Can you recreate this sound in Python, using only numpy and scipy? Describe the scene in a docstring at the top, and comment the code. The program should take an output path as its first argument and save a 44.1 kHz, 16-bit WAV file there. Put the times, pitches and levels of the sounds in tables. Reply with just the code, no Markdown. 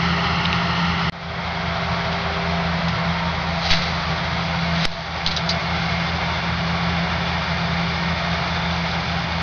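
"""A diesel tractor pulls a rotary mower across a field, about 40 m from a hand-held mono camera.
From the start, exhaust and rotor throb at nearly one pitch under a roar of engine clatter and cut grass.
Just after a second the sound cuts out and fades back in; from 3 s the tractor turns its tail to us.
Fingers rub and tick right by the microphone, and near 5 s one sharp knock ducks the gain.
The linkage then rattles over rough ground, and the engine labours twice more as it draws away."""
import sys
import numpy as np
from scipy import signal
from scipy.fft import rfft, irfft
from scipy.io import wavfile
from scipy.ndimage import uniform_filter1d

SR = 44100
rng = np.random.default_rng(int(sys.argv[2]) if len(sys.argv) > 2 else 0)


def materialize(psi):
    """Save the field psi as 16-bit PCM at rate SR to the path in sys.argv[1].

    A 1-D psi becomes a single channel; in a 2-D psi each row is a channel.
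    """
    bounded = np.clip(np.atleast_2d(psi).T, -1, 1)
    quanta = np.round(bounded * 32767).astype(np.int16)
    wavfile.write(sys.argv[1], SR, quanta)


N = 415422
T = np.arange(N) / SR
HZ = np.fft.rfftfreq(N, 1 / SR)
CYLINDERS, ROTOR_TURNS_PER_FIRING = 6, 1.0627
BREAK_START_S, BREAK_END_S = 1.098, 1.1215  # the sound cuts out between these times
OPENING = T < BREAK_END_S


def amp(db):
    """Decibels to gain."""
    return 10 ** (np.asarray(db) / 20)


def unit(x):
    """Scales to rms 1."""
    return x / np.sqrt(np.mean(x ** 2) + 1e-20)


def curves(rows):
    """Each column of a time table, at every sample."""
    times, *columns = np.transpose(rows)
    return [np.interp(T, times, column) for column in columns]


def shape(x, points):
    """Filters x by a gain curve of (Hz, dB) points."""
    hz, db = np.transpose(points)
    return irfft(rfft(x) * amp(np.interp(np.log(HZ + 1), np.log(hz), db)), N)


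def band(x, low_hz, high_hz):
    """The part of x between two frequencies."""
    return irfft(rfft(x) * (HZ > low_hz) * (HZ < high_hz), N)


def drift(rate_hz):
    """Slow random motion of rms 1, up to about rate_hz."""
    return unit(irfft(rfft(rng.standard_normal(N)) * np.exp(-(HZ / rate_hz) ** 2), N))


def hump(peak_s, rise_s, fall_s):
    """A smooth bell of height 1 around peak_s."""
    return np.exp(-np.maximum((peak_s - T) / rise_s, (T - peak_s) / fall_s) ** 2)


def impulses(per_s, heights):
    """Clicks at random times, with heights drawn from a range."""
    return (rng.random(N) < per_s / SR) * rng.uniform(*heights, N)


def add(mix, start_s, sound):
    """Mixes a sound in at start_s."""
    part = mix[round(start_s * SR):][:len(sound)]
    part += sound[:len(part)]


def harmonics(turns, rows, flutter_hz):
    """Shaft harmonics from (multiple, dB, flutter depth) rows; load and air flutter level and phase."""
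    out = np.zeros(N)
    for multiple, db, flutter in rows:
        angle = 2 * np.pi * round(multiple) * turns
        in_phase = np.cos(angle) * (1 + flutter * drift(flutter_hz))
        quadrature = np.sin(angle) * flutter * drift(flutter_hz)
        out += amp(db) * unit(in_phase + quadrature)
    return out


def low_pass(x, edge_hz):
    """A steep band limit on both channels."""
    taps = signal.firwin(511, edge_hz, window=("kaiser", 8), fs=SR)
    return signal.oaconvolve(x, taps[None], "same")


# A low hum in the background. Each row: time in seconds, pitch in Hz, level in dB.
HUM_PATH = [(0, 59.2, -51), (1.1, 59.6, -52), (1.13, 52.5, -44), (3.9, 51.7, -42.5), (4.8, 57.4, -45),
            (9.4, 58.4, -43)]


def hum():
    """A faint wandering tone below the engine note."""
    hz, db = curves(HUM_PATH)
    return amp(db) * unit(np.sin(2 * np.pi * np.cumsum(hz) / SR))


# The steel linkage behind the tractor. 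Each row: pitch in Hz, relative level in dB, decay in seconds.
LINKAGE_MODES = [(2106, 1.5, 0.015), (2198, 0, 0.0099), (2500, -14, .003), (3430, -13.5, .003)]


def linkage_rattle():
    """Loose joints knock together at random, harder over one patch of rough ground."""
    knocks = impulses(per_s=70, heights=(0.74, 1))
    t = T[:SR // 20]
    ring = sum(amp(db) * np.sin(2 * np.pi * hz * t) * np.exp(-t / decay)
               for hz, db, decay in LINKAGE_MODES)
    rough_ground = hump(5.85, 0.75, 0.75)
    return amp(-45 + 9.5 * rough_ground) * unit(signal.oaconvolve(knocks, ring)[:N])


# Skin on the case, heard close up. Each row: frequency in Hz, relative level in dB.
RUB_SPECTRUM = [(200, -19), (1000, -13.5), (2000, 0.5), (3000, -4), (4200, 1.5), (5200, -2.5), (6200, -5.5),
                (7200, -18)]
# Finger strokes by the microphone. Each row: peak time in seconds, level in dB, rise and fall in seconds.
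FINGER_STROKES = [(3.659, -24.5, 0.01, 0.011), (3.72, -17.5, 0.013, 0.025), (3.82, -34.5, .01, .04),
                  (4.859, -24, 0.033, 0.013), (4.92, -30, 0.024, 0.093)]


def finger_rub():
    """Skin drags over the case in tiny slips; each stroke swells and dies inside a light, longer drag."""
    pressure = np.zeros(N)
    drag_db, drag_stretch = -14, 12
    for peak_s, db, rise, fall in FINGER_STROKES:
        from_peak = np.maximum((peak_s - T) / rise, (T - peak_s) / fall)
        pressure += amp(db) * (np.exp(-from_peak) + amp(drag_db) * np.exp(-from_peak / drag_stretch))
    slips = rng.standard_normal(N) * amp(2.0 * drift(250))
    catches = impulses(per_s=540, heights=(-1.2, 1))  # ridges of the skin catch and let go
    return pressure * unit(shape(slips + amp(-4) * unit(catches), RUB_SPECTRUM))


# Ticks on the camera body. Each row: start in seconds, level in dB, decay in seconds, centre in Hz,
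# half width in octaves.
FINGER_TICKS = [(0.453, -15, 0.0027, 2700, 0.3), (0.457, -10.5, 0.00098, 3380, 0.4),
                (.5292, -10, .0016, 2780, 0.64), (2.128, -24.5, 0.0048, 3000, 0.65),
                (2.884, -23, .008, 3350, .7), (3.7047, -17, 0.0053, 2720, 0.6),
                (3.71, -10, 0.0026, 4100, 1.2), (4.761, -22, .003, 3600, .8),
                (4.808, -21, .0027, 3550, 0.73), (4.8523, -7, 0.0016, 4000, 2.1),
                (5.2638, -8.5, 0.0033, 4030, 0.44), (5.274, -16.5, 0.012, 4200, 0.36),
                (5.311, -20.5, 0.016, 3850, 0.54), (5.3647, -14, .005, 4580, 0.36),
                (5.372, -17, 0.0088, 3920, 0.49), (5.4913, -14, 0.014, 4680, 0.4),
                (5.503, -18.5, 0.015, 4680, 0.15)]


def finger_ticks():
    """In each tick a snap and a little dying grit ring one band of the case."""
    out, t = np.zeros(N), T[:SR // 4]
    snap = 5.1 * (t == 0)
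    for start_s, db, decay, centre_hz, octaves in FINGER_TICKS:
        rising, dying = 1 - np.exp(-t / (0.035 * decay)), np.exp(-t / decay)
        grit = rng.standard_normal(len(t)) * rising * dying
        edges_hz = np.clip(centre_hz * 2 ** (octaves * np.array([-1, 1])), 1, SR / 2 - 1)
        b, a = signal.butter(1, edges_hz, "bandpass", fs=SR)
        ring = signal.lfilter(b, a, signal.lfilter(b, a, snap + grit))
        add(out, start_s, amp(db) * unit(ring) * np.sqrt(np.mean(dying ** 2)))
    return out


# Bumps at the microphone. Each row: start in seconds, push in dB, direction as a sign, decay in seconds.
MICROPHONE_BUMPS = [(3.7106, -16.5, -1, 0.04), (4.857, -9.5, 1, 0.031), (5.268, -22, 1, 0.027)]


def bumps():
    """Each bump presses one way on the microphone and eases off."""
    out, t = np.zeros(N), T[:SR // 4]
    for start_s, db, sign, decay in MICROPHONE_BUMPS:
        push = (1 - np.exp(-t / 0.0015)) * np.exp(-t / decay)
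        add(out, start_s, np.sign(sign) * amp(db) * push)
    return out


def knock(start_s=4.8542, ring_hz=5450):
    """One hard knock on the camera: a short push, then a brief ring of the case."""
    out, t = np.zeros(N), T[:SR // 4]
    push = np.exp(-t / 0.000092)
    ring = 0.41 * np.sin(2 * np.pi * ring_hz * t) * np.exp(-t / 0.0025)
    add(out, start_s, amp(5.5) * (push + ring))
    return out


# Resonances of the camera's plastic shell. Each row: centre in Hz, width in Hz, lift in dB.
SHELL_MODES = [(3400, 110, 3), (3900, 140, 4), (4400, 110, 1), (4720, 120, 2.5)]
# The microphone's treble roll-off on the touches. Each row: frequency in Hz, gain in dB.
MICROPHONE_ROLLOFF = [(20, 5), (4700, 0), (5300, -4.5), (6200, -7.5), (6700, -18.5), (7200, -39)]


def handling():
    """Every touch rings the shell; the microphone dulls the touches above 5 kHz."""
    touches = finger_rub() + finger_ticks() + bumps() + knock()
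    ring = sum((amp(db) - 1) * signal.lfilter(*signal.iirpeak(hz, hz / width, fs=SR), touches)
               for hz, width, db in SHELL_MODES)
    return shape(touches + ring, MICROPHONE_ROLLOFF)


def gear_whine(firings):
    """Gears beam their whine sideways: clear at first, then faint except as the beam sweeps past us."""
    beam = hump(peak_s=2.59, rise_s=1.8, fall_s=0.31)
    level_db = np.where(OPENING, -40.5, -49 + 9 * beam) + 0.5 * drift(2.8)
    return amp(level_db) * harmonics(firings, [(5, 0, 0.27)], flutter_hz=4.3)


# Silencer and mower deck from across the field. Each row: frequency in Hz, relative level in dB.
BOOM_SPECTRUM = [(15, -28), (40, -16.5), (70, -7.5), (100, -10.5), (125, -0.5), (165, 0.5), (195, -4),
                 (240, -13.5), (320, -18), (450, -29.5), (900, -76.5)]


def boom():
    """The silencer and the mower deck boom with steady low noise."""
    return amp(-33.5) * unit(shape(rng.standard_normal(N), BOOM_SPECTRUM))


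def exhaust_note(firings):
    """The exhaust pulses make one steady low tone at the firing rate."""
    return harmonics(firings, [(1, -33.5, 0.048)], flutter_hz=3)


# Side tones of the exhaust. Each row: multiple of the engine cycle, relative level in dB, flutter depth.
UNEVEN_TONES = [(7, -52.5, .4), (8, -44.5, 0.9), (9, -38.5, 0.4), (10, -41.5, 1), (11, -52.5, 0.7),
                (12, -41.5, 0.7), (13, -49, 1)]
# Moments when the engine labours. Each row: peak time in seconds, lift in dB, half length in seconds.
ENGINE_LABOURS = [(2.96, 6, 0.079), (7.62, 7, 0.088), (8.37, 7.5, .18)]


def uneven_cylinders(firings):
    """The cylinders fire more or less unevenly as the load wanders, and most when the engine labours."""
    labour_db = sum(db * hump(peak_s, half_s, half_s) for peak_s, db, half_s in ENGINE_LABOURS)
    level_db = -2.5 + labour_db + 1.5 * drift(1.6)
    return amp(level_db) * harmonics(firings / CYLINDERS, UNEVEN_TONES, flutter_hz=1.2)


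# Tones of the mower. Each row: multiple of the rotor speed, relative level in dB, flutter depth.
ROTOR_TONES = [(1, -39, 0.2), (2, -28, 0.16), (8, -46, 1.12), (16, -52, 0.99)]
# Thicker and thinner grass along the way. Each row: time in seconds, gain of the rotor drone in dB.
GRASS_LOAD = [(0, 0), (.35, -2), (.6, 2), (.75, -4), (.88, 2), (1.1, -1), (1.6, -1.5), (2.3, -1), (2.6, 1),
              (2.9, 1), (3.1, 4), (3.35, -1), (3.65, 1.5), (3.85, -2.5), (4.3, -2.5), (4.68, 2),
              (4.85, 2.5), (5.12, -5), (5.35, -1.5), (6.1, 0.5), (6.3, -1), (6.9, 1.5), (7.25, -1),
              (7.7, 0.5), (9.42, -0.5)]


def mower_rotor(firings):
    """Two blades make the second harmonic strongest; 6% above the firing rate, the rotor beats with it."""
    load_db, = curves(GRASS_LOAD)
    return amp(load_db) * harmonics(firings * ROTOR_TURNS_PER_FIRING, ROTOR_TONES, flutter_hz=7)


# The mower's steel panels. 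Each row: centre in Hz, width in Hz, lift or dip in dB, rms flare in dB.
PANEL_BANDS = [(672.5, 34, 3.5, 2), (792, 20, 3, 2), (918, 30, 3.5, 2.5), (1133, 14, 3, 2.5),
               (1245, 17, 1.5, 0.5), (1349, 23, 1.5, 2), (1745, 76, -2, 1), (1846, 40, 3, 2),
               (2168, 37, 3, 2.1), (2520, 35, -3.5, 1), (2750, 37, 3, 1.5), (3560, 270, -4.5, 0),
               (3500, 70, 1.2, 1), (3640, 41, 1.5, 1.5)]


def mower_panels(drive):
    """Each panel colours its own narrow band, which flares and fades on its own."""
    spectrum, out = rfft(drive), drive.copy()
    for hz, width, db, flare_db in PANEL_BANDS:
        ring = irfft(spectrum / (1 + (2 * (HZ - hz) / width) ** 2), N)
        out += ring * (amp(db + flare_db * drift(2.7)) - 1)
    return out


def clatter_and_grass(firings):
    """Diesel clatter pulses with the firings, blades whip through grass, and stalks patter on the deck."""
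    clatter = 1 + 0.038 * np.cos(2 * np.pi * firings) + 0.046 * np.cos(2 * np.pi * firings / CYLINDERS)
    whip = 1 + 0.026 * np.cos(4 * np.pi * firings * ROTOR_TURNS_PER_FIRING)
    stalks = impulses(per_s=900, heights=(-0.84, 1))
    rush = rng.standard_normal(N) * clatter * whip * amp(0.22 * drift(25))
    return rush + amp(-12.5) * unit(stalks)


# The roar at the microphone: before the break, after it, and with the tractor's tail towards us.
# Each row: frequency in Hz, relative level in dB.
OPENING_SPECTRUM = [(180, -32), (300, -11.5), (399, -8.5), (437, -14.5), (544, -11), (595, -10.5),
                    (669, -7), (761, -7.5), (823, -2), (1010, -3.5), (1380, -0.5), (1610, -11),
                    (2010, -2.5), (2470, -12), (2810, -5.5), (3400, -9.5), (3700, -14), (4250, -9.5),
                    (4800, -18), (5050, -14), (5600, -23), (5950, -24.5), (6600, -39), (8580, -88),
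                    (14500, -120)]
PASSING_SPECTRUM = [(180, -42), (300, -17), (364, -18), (394, -12), (431, -16), (503, -8), (558, -9),
                    (669, -2.5), (866, -5.5), (1360, -5), (1760, -9.5), (2110, -7), (2880, -16), (3280, -8),
                    (4840, -15.5), (5580, -22.5), (6100, -29.5), (6600, -39.5), (8580, -94), (14500, -120)]
TAIL_ON_SPECTRUM = [(180, -43.5), (300, -11.5), (399, -7.5), (437, -10), (660, -2.5), (812, -1), (1050, -4),
                    (1380, -2.5), (1960, -6), (2200, -4), (2440, -4.5), (2600, -13), (2810, -9),
                    (3200, -12), (3500, -4), (3820, -11.5), (4650, -12), (5100, -15.5), (5550, -22),
                    (5950, -24.5), (6350, -31), (6650, -41), (8580, -83), (14500, -120)]


def roar(firings, distance_m=40, away_m_per_s=1.07, turn_start_s=3.1, turn_length_s=2.9):
    """Engine and mower noise across the field changes colour as the tractor turns, and sinks as it goes."""
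    drive = mower_panels(clatter_and_grass(firings))
    turned = np.clip((T - turn_start_s) / turn_length_s, 0, 1)
    stages = [(OPENING, OPENING_SPECTRUM, -7.5),
              (~OPENING * (1 - turned), PASSING_SPECTRUM, -8.5),
              (turned, TAIL_ON_SPECTRUM, -6.5)]
    blend, treble_db = np.zeros(N), np.zeros(N)
    for share, spectrum, treble_over_mids_db in stages:
        sound = shape(drive, spectrum)
        blend += share * sound / np.std(band(sound, 550, 2500))
        treble_db += share * treble_over_mids_db
    spreading = distance_m / (distance_m + away_m_per_s * T)
    air_swell_db = 0.41 * drift(1.2)
    level = spreading * amp(-25 + 1.0 * OPENING + air_swell_db)
    treble = band(blend, 3000, SR / 2)
    body = (blend - treble) * amp(0.9 * hump(7.03, 0.7, 0.7))  # one long swell as the tractor leaves
    even_treble = treble / np.sqrt(uniform_filter1d(treble ** 2, size=SR // 4))
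    flicker_db = 0.55 * drift(19)  # moving air makes the treble flicker on its own
    return level * (body + amp(treble_db + flicker_db) * even_treble)


# The tractor's engine speed over the field. Each row: time in seconds, firings a second.
ENGINE_SPEED = [(0.0, 80.29), (0.7, 80.36), (1.2, 79.74), (2.6, 79.63), (3.3, 79.28), (4.0, 78.68),
                (4.5, 78.71), (5.0, 78.79), (5.6, 79.73), (6.4, 79.4), (7.0, 79.97), (8.0, 78.98),
                (8.5, 79.84), (9.0, 79.24), (9.42, 79.34)]


def scene():
    """Tractor and mower out in the field, fingers at the microphone; the same in both channels."""
    firings = np.cumsum(curves(ENGINE_SPEED)[0]) / SR
    firings -= np.interp(0.11, T, firings)  # exhaust and rotor are in phase at 0.11 s: the first throb
    note = exhaust_note(firings)
    drone = uneven_cylinders(firings) + mower_rotor(firings) + boom()
    drone *= amp(2.5 * OPENING)  # stronger before the break
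    mono = note + drone + gear_whine(firings) + hum() + roar(firings) + linkage_rattle() + handling()
    return np.array([mono, mono])


def gain_control(dry, threshold_db=-1.06, attack_s=0.00007):
    """The camera ducks at once on a peak, then wins back most of its gain quickly and the rest slowly."""
    over_db = 20 * np.log10(abs(dry).max(0) + 1e-9) - threshold_db
    quick, slow = (np.maximum(np.maximum.accumulate(over_db + release * T) - release * T, 0)
                   for release in (17, 7))
    duck_db = 1.53 * np.maximum(quick, 0.35 * slow)
    lag = np.exp(-1 / (attack_s * SR))
    return dry * amp(-signal.lfilter([1 - lag], [1, -lag], duck_db))


def record(dry):
    """The camera's input: gain control, a narrow band, a short break and fade back in, and overload."""
    narrow = low_pass(gain_control(dry), edge_hz=6950)
    fade_db = -12 * np.exp(-np.maximum(T - BREAK_END_S, 0) / 0.22)
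    break_db = np.select([T < BREAK_START_S, T <= BREAK_END_S], [0, -38], fade_db)
    clipped = np.clip(narrow * amp(break_db), -0.95, 0.95)
    return low_pass(clipped, edge_hz=11000)


dry = scene()
out = record(dry)
materialize(out)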